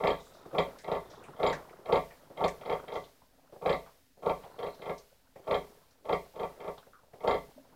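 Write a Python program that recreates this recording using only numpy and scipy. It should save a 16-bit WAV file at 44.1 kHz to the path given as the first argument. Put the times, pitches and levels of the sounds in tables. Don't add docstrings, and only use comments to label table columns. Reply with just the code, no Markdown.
import sys
import numpy as np
from scipy import signal
from scipy.io import wavfile
from scipy.ndimage import uniform_filter1d

SR = 44100
rng = np.random.default_rng(int(sys.argv[2]) if len(sys.argv) > 2 else 0)


def output_pcm(signal):
    pcm = np.clip(np.atleast_2d(signal).T, -1, 1) * 32767
    wavfile.write(sys.argv[1], SR, np.round(pcm).astype(np.int16))


def gain_from_db(level_db):
    decades = np.asarray(level_db, float) / 20
    return 10 ** decades


N = 341775

# delay from the snap in ms, signed gain.
REFLECTIONS = [(-6.6, -.5), (-3.7, -.45), (-1.5, .47), (1.5, -.54), (5.06, .6), (5.97, -1), (8.28, -.46),
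               (11.4, .57), (12.54, -.72), (18.2, -.68), (19.34, .73), (20.57, -.59), (25.47, -.47)]


def at_hz(points, hz):
    table_hz, values = np.transpose(points)
    return np.interp(np.log(hz), np.log(table_hz), values)


def in_time(rows):
    s, *columns = np.transpose(rows)
    return [np.interp(np.arange(N) / SR, s, c) for c in columns]


def rms_one(x):
    return x / np.sqrt(np.mean(x ** 2) + 1e-20)


def resonance(x, hz, width_hz):
    r = np.exp(-np.pi * width_hz / SR)
    top = [(1 - r * r) / 2, 0, (r * r - 1) / 2]
    return signal.lfilter(top, [1, -2 * r * np.cos(2 * np.pi * hz / SR), r * r], x + 1e-18)


def butter(x, hz, kind, order=2):
    return signal.sosfilt(signal.butter(order, hz, kind, fs=SR, output="sos"), x)


def clicks(s, sizes):
    out, at = np.zeros(N), np.round(s * SR).astype(int)
    np.add.at(out, at[at >= 0], sizes[at >= 0])
    return out


def drift(rate_hz):
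    return rms_one(butter(rng.standard_normal(N + SR), rate_hz, "low")[SR:])


def banded(spectrum, patchy_db):
    white, together = rng.standard_normal((2, N)), drift(1.4)
    edges = 22 * 2 ** np.arange(0, 9.6, .5)
    out = np.zeros(N)
    for k, (low, high) in enumerate(zip(edges, edges[1:])):
        level_db = at_hz(spectrum, np.sqrt(low * high)) + patchy_db * (together + drift(45.0))
        out += gain_from_db(level_db) * butter(white[k % 2], [low, high], "band")
    return rms_one(out)


def bursts(rows, spread, attack_s):
    out, t = np.zeros(N + SR), np.arange(SR // 4) / SR
    white = rng.standard_normal((len(rows), len(t)))
    for (s, db, hz, t60), noise in zip(rows, white):
        shape = (1 - np.exp(-t / attack_s)) * gain_from_db(-60 * t / t60)
        burst = butter(noise * shape, [hz / spread, min(hz * spread, .45 * SR)], "band")
        out[round(s * SR):][:len(t)] += gain_from_db(db) * burst / abs(burst).max()
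    return out[:N]


def pen(x, from_s, damping=1):
    # frequency in Hz, reverberation time (t60) in s.
    decay = [(100, 0.26), (300, 0.34), (700, 0.29), (1800, 0.2), (5000, 0.19)]
    t, edges = np.arange(SR // 2) / SR, 40 * 2 ** np.arange(0, 9.)
    white = rng.standard_normal(len(t))
    tail = np.zeros(len(t))
    for low, high in zip(edges, edges[1:]):
        t60 = at_hz(decay, np.sqrt(low * high))
        tail += butter(white, [low, high], "band") * gain_from_db(-60 * damping * t / t60)
    tail *= np.clip((t - from_s) / .012, 0, 1)
    return signal.fftconvolve(x, tail / np.linalg.norm(tail))[:N]


def box(x):
    # mode frequency in Hz, level in dB, t60 in s.
    air_modes = [(149.8, -10, 0.317), (177.4, 2, 0.19), (271.1, -1, 0.2), (379.5, -2, 0.26),
                 (412.5, 0, 0.31), (490.2, 6, 0.17), (557, 12, 0.14), (614, 2.5, 0.23), (670, -2, 0.31),
                 (717, -24, 0.45), (738, 13, 0.14), (910, 7.5, 0.091), (940, -31, 0.11), (1049, 4, 0.17),
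                 (1150, -1.5, 0.2), (1163, 4.5, 0.16), (1354, -14.5, 0.18)]
    t = np.arange(SR // 2) / SR
    build = np.clip((t - .016) / .016, 0, 1)
    phases = rng.uniform(0, 2 * np.pi, len(air_modes))
    rings = np.zeros(len(t))
    for (hz, db, t60), phase in zip(air_modes, phases):
        rings += gain_from_db(db - 60 * t / t60) * np.sin(2 * np.pi * hz * t + phase)
    return signal.fftconvolve(x, build * rings)[:N]


def barn():
    white = rng.standard_normal((2, N))
    rumble = gain_from_db(-74) * rms_one(butter(white[0], [12, 60], "band", order=1))
    drone_hz, width_hz = 262, 40
    drone = rms_one(resonance(resonance(white[1], drone_hz, width_hz), drone_hz, width_hz))
    return rumble + gain_from_db(-76) * drone * gain_from_db(2.7 * drift(4.0))


def straw():
    # start in s, peak level in dB, centre frequency in Hz, t60 in s.
    rustles = [(0.1994, -55, 5750, 0.72), (0.3347, -55, 4500, 0.46), (0.7847, -49, 5100, 0.19),
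               (0.8144, -53, 8040, 0.098), (1.0976, -53, 4760, 0.45), (1.234, -54, 8540, 0.22),
               (1.5267, -40.5, 5000, 0.12), (2.4811, -42.5, 5870, 0.1), (2.9337, -53, 5050, 0.54),
               (4.7435, -53, 4300, 0.088), (4.978, -48, 5200, 0.13), (5.906, -60, 4970, 0.15),
               (6.151, -54, 4500, 0.13)]
    snaps = [
        (0.7861, -47.5, 5530, 0.03),
        (1.527, -50.5, 5390, 0.03),
        (2.4804, -33.5, 6100, 0.02),
    ]
    return bursts(rustles, spread=1.28, attack_s=0.0021) + bursts(snaps, spread=1.8, attack_s=0.00035)


def murmur(flap_s, effort_db):
    # time in s, level in dB.
    eagerness = [(0.0, -70), (0.47, -58), (0.72, -54.5), (2.35, -64.5), (2.7, -50), (3.2, -65.5),
                 (4.12, -76), (4.35, -61), (4.8, -56), (5.05, -66.5), (5.3, -71.5), (5.75, -64.5),
                 (6.05, -73), (6.5, -57), (7.05, -68), (7.75, -63)]
    # frequency in Hz, level in dB per Hz.
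    breath = [(65, -72.5), (110, 1.5), (211, -6), (259, -7.5), (337, -4), (611, -1.5), (840, -4.5),
              (1120, -6), (3000, -31.5), (3900, -37), (6600, -120)]
    stir_t60_s = 0.79
    stir = signal.lfilter([gain_from_db(-60)], [1, -gain_from_db(-60 / (stir_t60_s * SR))], clicks(flap_s, gain_from_db(effort_db)))
    return np.hypot(gain_from_db(in_time(eagerness)[0] - 0.5), stir) * banded(breath, patchy_db=4.15)


def wheeze():
    # time of the crest in s, centre frequency in Hz, level in dB.
    crests = [
        (.2, 3730, -63),
        (1.15, 3560, -66.5),
        (2.2, 3670, -82),
        (4.72, 4120, -67),
    ]
    rise_db_s, fall_db_s = 32.5, 46.5
    t = np.arange(N) / SR
    crest, hz, db = np.transpose(crests)[:, :, None]
    swells = db - np.maximum(rise_db_s * (crest - t), fall_db_s * (t - crest))
    hz, db = hz[swells.argmax(axis=0), 0], swells.max(axis=0)
    return gain_from_db(db + 2.1 * drift(28.0)) * drift(260.0) * np.sin(2 * np.pi * np.cumsum(hz) / SR)


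def hum():
    # time in s, pitch in Hz, level in dB.
    glide = [
        (7.55, 235, -87),
        (7.562, 254, -53),
        (7.596, 267, -47),
        (7.66, 253, -78),
    ]
    t = np.arange(N) / SR
    hz, db = in_time(glide)
    sounding = np.clip(np.minimum(t - glide[0][0], glide[-1][0] - t) / 0.012, 0, 1)
    phase = 2 * np.pi * np.cumsum(hz + 9 * drift(32.0)) / SR
    return sounding * gain_from_db(db - 3.5 + 3.7 * drift(50.0)) * np.sin(phase)


def mouths():
    # start in s, peak level in dB, centre in
    # Hz, t60 in s.
    smacks = [(0.456, -39.5, 440, 0.14), (0.528, -36, 407, 0.1), (1.284, -44, 437, 0.11),
              (1.692, -53, 496, 0.12), (1.786, -46.5, 480, 0.23), (2.101, -49.5, 754, 0.23),
              (2.299, -42.5, 450, 0.15), (3.217, -52, 650, 0.079), (3.523, -42, 507, 0.28),
              (3.56, -45, 506, 0.046), (3.86, -47.5, 999, 0.16), (3.947, -62, 626, 0.32),
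              (4.169, -50.5, 480, 0.42), (4.434, -40.5, 650, 0.25), (4.561, -49, 427, 0.1),
              (4.791, -44.5, 420, 0.12), (5.356, -42, 520, 0.16), (5.392, -45.5, 484, 0.054),
              (6.006, -59, 406, 0.62), (6.256, -47, 675, 0.094), (6.337, -48, 614, 0.12),
              (6.573, -46, 420, 0.11), (6.776, -46, 925, 0.092), (6.866, -47.5, 520, 0.079),
              (7.031, -53, 615, 0.055), (7.132, -41.5, 504, 0.22), (7.644, -55, 615, 0.09)]
    low_rustles = [(0.7853, -50.5, 1870, 0.29), (1.2374, -50, 2330, 0.21), (1.527, -30, 1770, 0.13),
                   (1.694, -51, 2020, 0.1), (2.1041, -48.5, 2010, 0.14), (2.4818, -35, 2000, 0.092),
                   (3.0383, -48.5, 3450, 0.14), (4.4335, -55, 2100, 0.21), (4.4335, -53, 3180, 0.16),
                   (5.3578, -54.5, 2030, 0.16), (6.7785, -49, 3500, 0.088), (7.1332, -55.5, 1930, 0.099)]
    pops = [
        (0.25, -58.5, 7650, 0.34),
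        (0.659, -40, 535, 0.12),
        (5.169, -81, 584, 0.1),
        (5.269, -62, 1440, 0.067),
        (6.299, -67, 680, 0.1),
        (6.827, -55, 1420, 0.065),
        (6.932, -47, 1300, 0.16),
        (6.99, -54.5, 1260, 0.053),
        (7.576, -44.5, 600, 0.081),
    ]
    sound = bursts(smacks, spread=1.365, attack_s=0.0021) + bursts(low_rustles, spread=1.187, attack_s=0.00054)
    sound += bursts(pops, spread=1.12, attack_s=0.00073)
    s, db = np.transpose(smacks)[:2]
    return sound + gain_from_db(33.5) * butter(clicks(s + 0.00565, gain_from_db(db)), [90, 200], "band")


def litter(flap_s, effort_db):
    small = mouths() + straw() + hum()
    return small + gain_from_db(-12.5) * pen(small, 0.0013) + wheeze() + murmur(flap_s, effort_db)


def flaps():
    # first flap in s, number of flaps, first gap in ms, change of gap per flap in ms.
    grunts = [(0.0028, 4, 34.7, -0.8), (0.513, 3, 34.2, 1.9), (0.8439, 4, 36.2, -0.9),
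              (1.3639, 5, 33.5, -0.1), (1.8582, 4, 32.8, -0.1), (2.3736, 3, 32.6, 2.1),
              (2.6113, 4, 46.5, -7.8), (2.8824, 3, 38.5, -3.7), (3.6203, 4, 38.7, -3.0),
              (4.2293, 3, 31.9, 3.2), (4.5897, 3, 38.9, -3.0), (4.8197, 3, 39.2, -3.2),
              (5.4413, 4, 34.2, -0.2), (6.053, 3, 39.4, -4.8), (6.3589, 3, 37.9, -3.0),
              (6.6031, 3, 39.4, -3.6), (7.2058, 5, 35.0, -0.6)]
    # crest effort in dB, flap of the crest (from 0), snout against effort in dB,
    # extra force of the opening flap in dB.
    voices = [(6, 1.5, -5, 2), (5, 2.1, -4.5, -2.5), (0.5, 2, -9, 5.5), (5.5, 2.2, -3.5, 0.5),
              (7, 2.1, -8, 8.5), (5.5, 1.8, -6.5, 4.5), (0.5, 2.3, -7, 7), (-4, 2, -8, 7),
              (5.5, 1.5, -4.5, -1.5), (3.5, 1.5, -11, -0.5), (-5.5, 1.2, -7, 1.5), (-3.5, 2, -9, 6),
              (4, 2.2, -5, -2), (3.5, 1.6, -5.5, -3), (-3, 1.6, -11, 0), (-6.5, 2, -13, 6.5),
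              (5.5, 2.1, -5.5, 2.2)]
    pinched_at = [0.17, 0.96, 1.3, 1.34, 0.78, 0.66, 2.6, 1.6, 0.35, 0.39, .7, 1.6, 1.36, 0.7, 1.2, 1.5,
                  0.87]
    rows = []
    for grunt, voice, pinched in zip(grunts, voices, pinched_at):
        s, count, gap_ms, change_ms = grunt
        crest_db, crest, snout_db, opening_db = voice
        k = np.arange(round(count))
        times = s + (k * gap_ms + k * (k - 1) / 2 * change_ms) / 1000
        climb = (5 + 0.22 * crest_db) * np.maximum(crest - k, 0) ** 2
        fade = 4.5 * np.maximum(k - crest, 0)
        opening = opening_db * (k == 0)
        width_flaps = 0.72
        pinch = max(1 + 2.74 * crest_db, 0) * np.exp(-((pinched - k) / width_flaps) ** 2)
        swell = crest_db - climb - fade
        bright = swell + 2.03 * opening
        mouth_db = bright - 2 + 0.61 * snout_db - 0.74 * pinch
        rows += zip(times, swell + opening, bright + snout_db - pinch, mouth_db)
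    return np.transpose(rows)


def throat(s, effort_db):
    # frequency in Hz, width in Hz, level in dB.
    formants = [(170.3, 28, -3), (437, 108, 3), (645, 181, 2.5), (919.7, 37.6, 4.5), (1121, 41.5, -1),
                (1354, 62, -8.5)]
    flap = clicks(s, gain_from_db(effort_db))
    puff = signal.lfilter([1], [1, -np.exp(-1 / (0.018 * SR))], flap) * rng.standard_normal(N)
    source = sum(gain * clicks(s + ms / 1000, gain_from_db(effort_db)) for ms, gain in REFLECTIONS)
    source += gain_from_db(-9.0) * pen(flap, from_s=0.015) + gain_from_db(-21.5) * puff
    modes = [(-1) ** k * gain_from_db(db) * resonance(source, hz, width) for k, (hz, width, db) in enumerate(formants)]
    voiced = sum(modes[:3]) + gain_from_db(0.1) * sum(modes[3:])
    heave = clicks(s + .012, gain_from_db(effort_db))
    chest = gain_from_db(4.0) * resonance(heave, 56.6, 5.9) + resonance(heave, 33, 3.8)
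    chest += gain_from_db(-2.0) * resonance(heave, 87, 23)
    chest += gain_from_db(-44) * butter(pen(heave, from_s=0.026), 93, "low")
    return gain_from_db(5.5) * (chest - butter(voiced, 2500, "low", order=4)) + gain_from_db(-37.5) * box(flap)


def snout(s, snap_db, mouth_db):
    # frequency in Hz, width in Hz, level in dB.
    cavities = [(1460, 42, -16), (1713, 54, -8), (2060, 65, 1.5), (2360, 114, -5.5), (2710, 26, -8.5),
                (3216, 41, -7), (3500, 41, -11), (3810, 81, -12.5), (4290, 140, -17.5), (4810, 26, -17),
                (5200, 18, -20.5), (7130, 43, -25.5), (7900, 44, -32)]
    luck_db = rng.normal(0, 2.5, (len(s), len(cavities)))
    slip_s = rng.normal(0, .0009, luck_db.shape)
    rasp = rng.standard_normal((2, N))
    mouth, nose = np.zeros((2, N))
    for k, (hz, width, db) in enumerate(cavities):
        in_mouth = hz < 2900
        if in_mouth:
            drive_db, lag_s, hiss_db, wide = mouth_db, .001, -25, width * 3.2
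        else:
            drive_db = snap_db * (1 + 0.2 * (hz - 3200) / 1000) + 4.5
            lag_s = min(.005 * (hz - 3200) / 1200, .007) - .002
            hiss_db, wide = -29, width * 4.0
        size = (-1) ** k * gain_from_db(db + drive_db + luck_db[:, k])
        push = clicks(s + lag_s + slip_s[:, k], size)
        push += gain_from_db(hiss_db) * rasp[k % 2] * signal.lfilter([1], [1, -np.exp(-1 / (0.01 * SR))], push)
        mode = resonance(resonance(push, hz, wide), hz, wide)
        if in_mouth:
            mouth = mouth + mode
        else:
            nose = nose + mode
    paths = sum(gain * clicks(np.array([ms / 1000]), np.ones(1)) for ms, gain in REFLECTIONS)[:SR // 20]
    echoes = signal.fftconvolve(gain_from_db(-13.0) * mouth + gain_from_db(-16) * nose, paths)[:N]
    diffuse = pen(gain_from_db(-3.5) * mouth + gain_from_db(-8.0) * nose, from_s=0.00067, damping=0.84)
    return gain_from_db(9) * (gain_from_db(-3.5) * mouth + gain_from_db(-1.0) * nose + echoes + diffuse)


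def scene():
    s, effort_db, snap_db, mouth_db = flaps()
    sow = throat(s, effort_db) + snout(s, snap_db, mouth_db)
    return (barn() + litter(s, effort_db) + sow)[None]


def band_limit(x):
    return signal.sosfilt(signal.butter(12, 15890, fs=SR, output="sos"), x)


def record(dry):
    # frequency in Hz, level in dB per Hz.
    hiss_spectrum = [(880, -37), (1500, -1), (2810, -4.5), (3930, -1.5), (8390, -8), (15100, -5.5),
                     (15700, -12)]
    level_db = 10 * np.log10(uniform_filter1d(dry[0] ** 2, size=600) + 1e-7)
    fall = 90 * np.arange(N) / SR
    held_db = np.maximum.accumulate(level_db + fall) - fall
    rests_db = -62.5
    hiss_db = -73 + 0.31 * (np.maximum(held_db, rests_db) - rests_db)
    hiss = gain_from_db(hiss_db) * banded(hiss_spectrum, patchy_db=0.35)
    return band_limit(butter(dry, 9900, "low", order=4) + hiss - .0003)


dry = scene()
out = record(dry)
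output_pcm(out)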